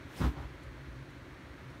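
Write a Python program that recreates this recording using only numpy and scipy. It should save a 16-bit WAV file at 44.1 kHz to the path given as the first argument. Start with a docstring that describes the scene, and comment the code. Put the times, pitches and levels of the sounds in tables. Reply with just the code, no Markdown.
"""A hand shifts its grip on a camera, held over an open tool case in a quiet room.
Sliding friction makes a short hiss; the skin catches and bumps the housing, whose damped modes thump.
The camera shudders in the hand, and a softer rub follows, then a few faint ticks from the grip.
Broadband room noise with a low, wavering drone goes on throughout."""
import sys
import numpy as np
from scipy import signal
from scipy.fft import rfft, irfft
from scipy.io import wavfile

SR = 44100
rng = np.random.default_rng(int(sys.argv[2]) if len(sys.argv) > 2 else 0)


def pcm_store(signal):
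    """Save signal as 16-bit PCM."""
    levels = np.round(np.clip(np.atleast_2d(signal), -1, 1) * 32767)
    wavfile.write(sys.argv[1], SR, levels.astype(np.int16).T)


N = 79380
T = np.arange(N) / SR
HZ = np.fft.rfftfreq(N, 1 / SR)


def amp(db):
    """Amplitude ratio of a level: a factor of ten per 20 dB."""
    return 10 ** (np.asarray(db) / 20)


def unit(x):
    """Normalisation to rms 1."""
    return x / np.sqrt(np.mean(abs(x) ** 2) + 1e-20)


def noise(spectrum, peaks=()):
    """Spectral shaping: white noise takes on a smooth envelope with peaks on top, at rms 1."""
    f, db = np.transpose(spectrum)
    level = np.interp(np.log(HZ + 1), np.log(f + 1), db)
    for hz, width, peak_db in peaks:
        level += peak_db / (1 + (2 * (HZ - hz) / width) ** 2)
    return unit(irfft(rfft(rng.standard_normal(N)) * amp(level), N))


def wander(rate_hz):
    """Random fluctuation of rms 1: noise through a Gaussian low-pass."""
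    return unit(irfft(rfft(rng.standard_normal(N)) * np.exp(-.5 * (HZ / rate_hz) ** 2), N))


def swell(peak, rise, fall, shape=2):
    """Asymmetric envelope of height 1: shape 1 is a pointed exponential, 2 a rounded Gaussian."""
    return np.exp(-abs((T - peak) / np.where(T < peak, rise, fall)) ** shape)


def room():
    """Broadband noise with a drone: narrow noise bands waver as their components beat."""
    spectrum = [(20,-35),(35,-22),(47,-30.5),(70,-1),(92,-5.5),(126,-8.5),(166,-10.5),(219,-17.5),(274,-10),(372,-14),(404,-16.5),(480,-18),(560,-18.5),(650,-17.5),(730,-23),(950,-19.5),(1650,-18),(2150,-20),(2750,-27.5),(3600,-29.5),(4350,-31),(4850,-38),(5600,-36.5),(6700,-40),(7400,-44),(9300,-44.5),(12000,-48),(15500,-51.5)]  # spectral envelope: f/Hz, level/dB
    peaks = [(280, 150, 5), (369, 10, 7), (544.5, 10.4, 11.5)]  # peaks in the noise: f/Hz, width/Hz, gain/dB
    noise_level = [(0, -49.5), (.5, -50.5), (1.0, -51), (1.8, -50.5)]  # course of the noise: t/s, level/dB
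    drone_bands = [(60.24, 11.6, -55.5), (127, 11.6, -54)]  # low bands: f/Hz, spread/Hz, level/dB
    drone_gain = [(0, -3.5), (.55, 2), (.75, 3.5), (1.0, 3), (1.25, -1), (1.8, -4)]  # swell of the drone: t/s, gain/dB
    air = noise(spectrum, peaks) * amp(np.interp(T, *np.transpose(noise_level)))
    drone = np.zeros(N)
    for hz, spread, db in drone_bands:
        phasor = wander(spread) + 1j * wander(spread)  # random amplitude and phase
        drone += amp(db) * unit((phasor * np.exp(2j * np.pi * hz * T)).real)
    return air + drone * amp(np.interp(T, *np.transpose(drone_gain)))


def ticks():
    """Stick-slip: each tiny slip of the fingers releases a brief burst of bright noise."""
    slips = [(.634, -62), (1.106, -69), (1.702, -66)]  # finger slips: t/s, level/dB
    spectrum = [(1000, -17), (4200, -1), (6500, 0), (9500, -2), (12000, -12), (15500, -18)]  # spectral envelope: f/Hz, level/dB
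    peaks = [(4300, 300, 8)]  # ring of a tick: f/Hz, width/Hz, gain/dB
    bursts = sum(amp(db) * swell(t, rise=0.0038, fall=0.0098, shape=0.71) for t, db in slips)
    return bursts * noise(spectrum, peaks)


def friction(strokes, spectrum, peaks=(), shape=2):
    """Sliding friction: noise whose amplitude follows the pressure of each stroke."""
    pressure = sum(amp(db) * swell(t, rise, fall, shape) for t, rise, fall, db in strokes)
    return pressure * noise(spectrum, peaks)


def swish():
    """Light friction: the first slide of the skin is bright, with peaks in the treble."""
    strokes = [(.186, 0.024, 0.031, -52)]  # light slide: peak t/s, rise/s, fall/s, level/dB
    spectrum = [(500, 12), (2500, -5), (4400, -3), (7200, -6.5), (11000, -6.5), (15500, -14)]  # spectral envelope: f/Hz, level/dB
    peaks = [(5130, 1000, 12), (8900, 1500, 8), (10100, 400, 7.8)]  # treble peaks: f/Hz, width/Hz, gain/dB
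    return friction(strokes, spectrum, peaks)


def hisses():
    """Friction of the sliding hand radiates broadband noise."""
    strokes = [(.21, 0.091, 0.097, -51), (.252, .05, 0.038, -57), (.41, 0.036, 0.047, -63.5)]  # slides: peak t/s, rise/s, fall/s, level/dB
    spectrum = [(300, 13.5), (1500, 5), (3200, 6.5), (4400, -2), (5600, -4), (7400, -5), (9300, -6.5),
                (12000, -6), (15500, -11)]  # spectral envelope: f/Hz, level/dB
    return friction(strokes, spectrum)


def scuffs():
    """Friction under harder rubbing: a low, rough scuffing noise."""
    strokes = [(.219, 0.015, 0.018, -35.5), (.246, 0.014, 0.037, -35.5), (.386, 0.043, 0.043, -48.5),
               (.44, 0.032, .035, -52.5)]  # hard rubs: peak t/s, rise/s, fall/s, level/dB
    spectrum = [(25, -23), (60, 9), (140, 8.5), (340, 8), (480, -2.5), (900, 1), (1400, -1), (2100, -8.5),
                (3500, -15), (6000, -22), (15000, -65)]  # spectral envelope: f/Hz, level/dB
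    peaks = [(295, 40, 5), (586, 50, 4), (780, 80, 4), (1020, 220, 5), (1450, 160, 4)]  # broad peaks that colour the scuff noise: f/Hz, width/Hz, gain/dB
    return friction(strokes, spectrum, peaks, shape=1.65)


def shudders():
    """Transient oscillation: the camera judders in the hand for a few deep cycles."""
    judders = [(0.278, 0.043, 0.026, 63.1, -24.5), (.411, 0.025, .011, 71.7, -36.5),
               (0.463, 0.025, 0.0074, 63, -36.5)]  # tone bursts: peak t/s, rise/s, fall/s, f/Hz, level/dB
    return sum(amp(db) * swell(t, rise, fall) * np.cos(2 * np.pi * hz * (T - t))
               for t, rise, fall, hz, db in judders)


def bumps():
    """Free vibration: each soft blow excites the housing's low modes, which decay exponentially."""
    blows = [(0.2033, -28), (0.2147, -22), (0.2354, -32), (0.2474, -22.5), (.268, -47), (0.292, -36),
             (0.371, -38), (0.393, -44.5)]  # catches of the grip: t/s, level/dB
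    modes = [(139.7, 0, 0.11), (173, 2.5, 0.04), (249.7, -3, 0.099), (291.7, -7, 0.23), (330, -15.5, 0.072),
             (420.5, -19, 0.19)]  # housing modes: f/Hz, level/dB, T60/s
    attack_s, grit_depth = 0.0036, 0.11
    thumps = np.zeros(N)
    for onset, db in blows:
        age = np.maximum(T - onset, 0)
        ring = sum(amp(mode_db - 60 * age / t60) * np.sin(2 * np.pi * hz * age)
                   for hz, mode_db, t60 in modes)
        thumps += amp(db) * np.minimum(age / attack_s, 1) * ring
    return thumps * (1 + grit_depth * wander(rate_hz=170))


def scene():
    """Superposition: the handling sounds and the room add in one channel."""
    return (swish() + hisses() + scuffs() + bumps() + shudders() + ticks() + room())[None]


def record(dry):
    """Linear filtering: the microphone's low cut and narrow treble dip, then a band limit."""
    low_cut_hz, band_edge_hz = 36, 15750
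    dip_hz, dip_width_hz, dip_db = 10440, 450, -5.5
    low_cut = 1 / np.sqrt(1 + (low_cut_hz / (HZ + 1)) ** 6)
    dip = amp(dip_db / (1 + (2 * (HZ - dip_hz) / dip_width_hz) ** 2))
    heard = irfft(rfft(dry) * low_cut * dip, N)
    low_pass = signal.firwin(801, band_edge_hz, window=("kaiser", 9), fs=SR)
    return signal.oaconvolve(heard, low_pass[None], "same")


dry = scene()
out = record(dry)
pcm_store(out)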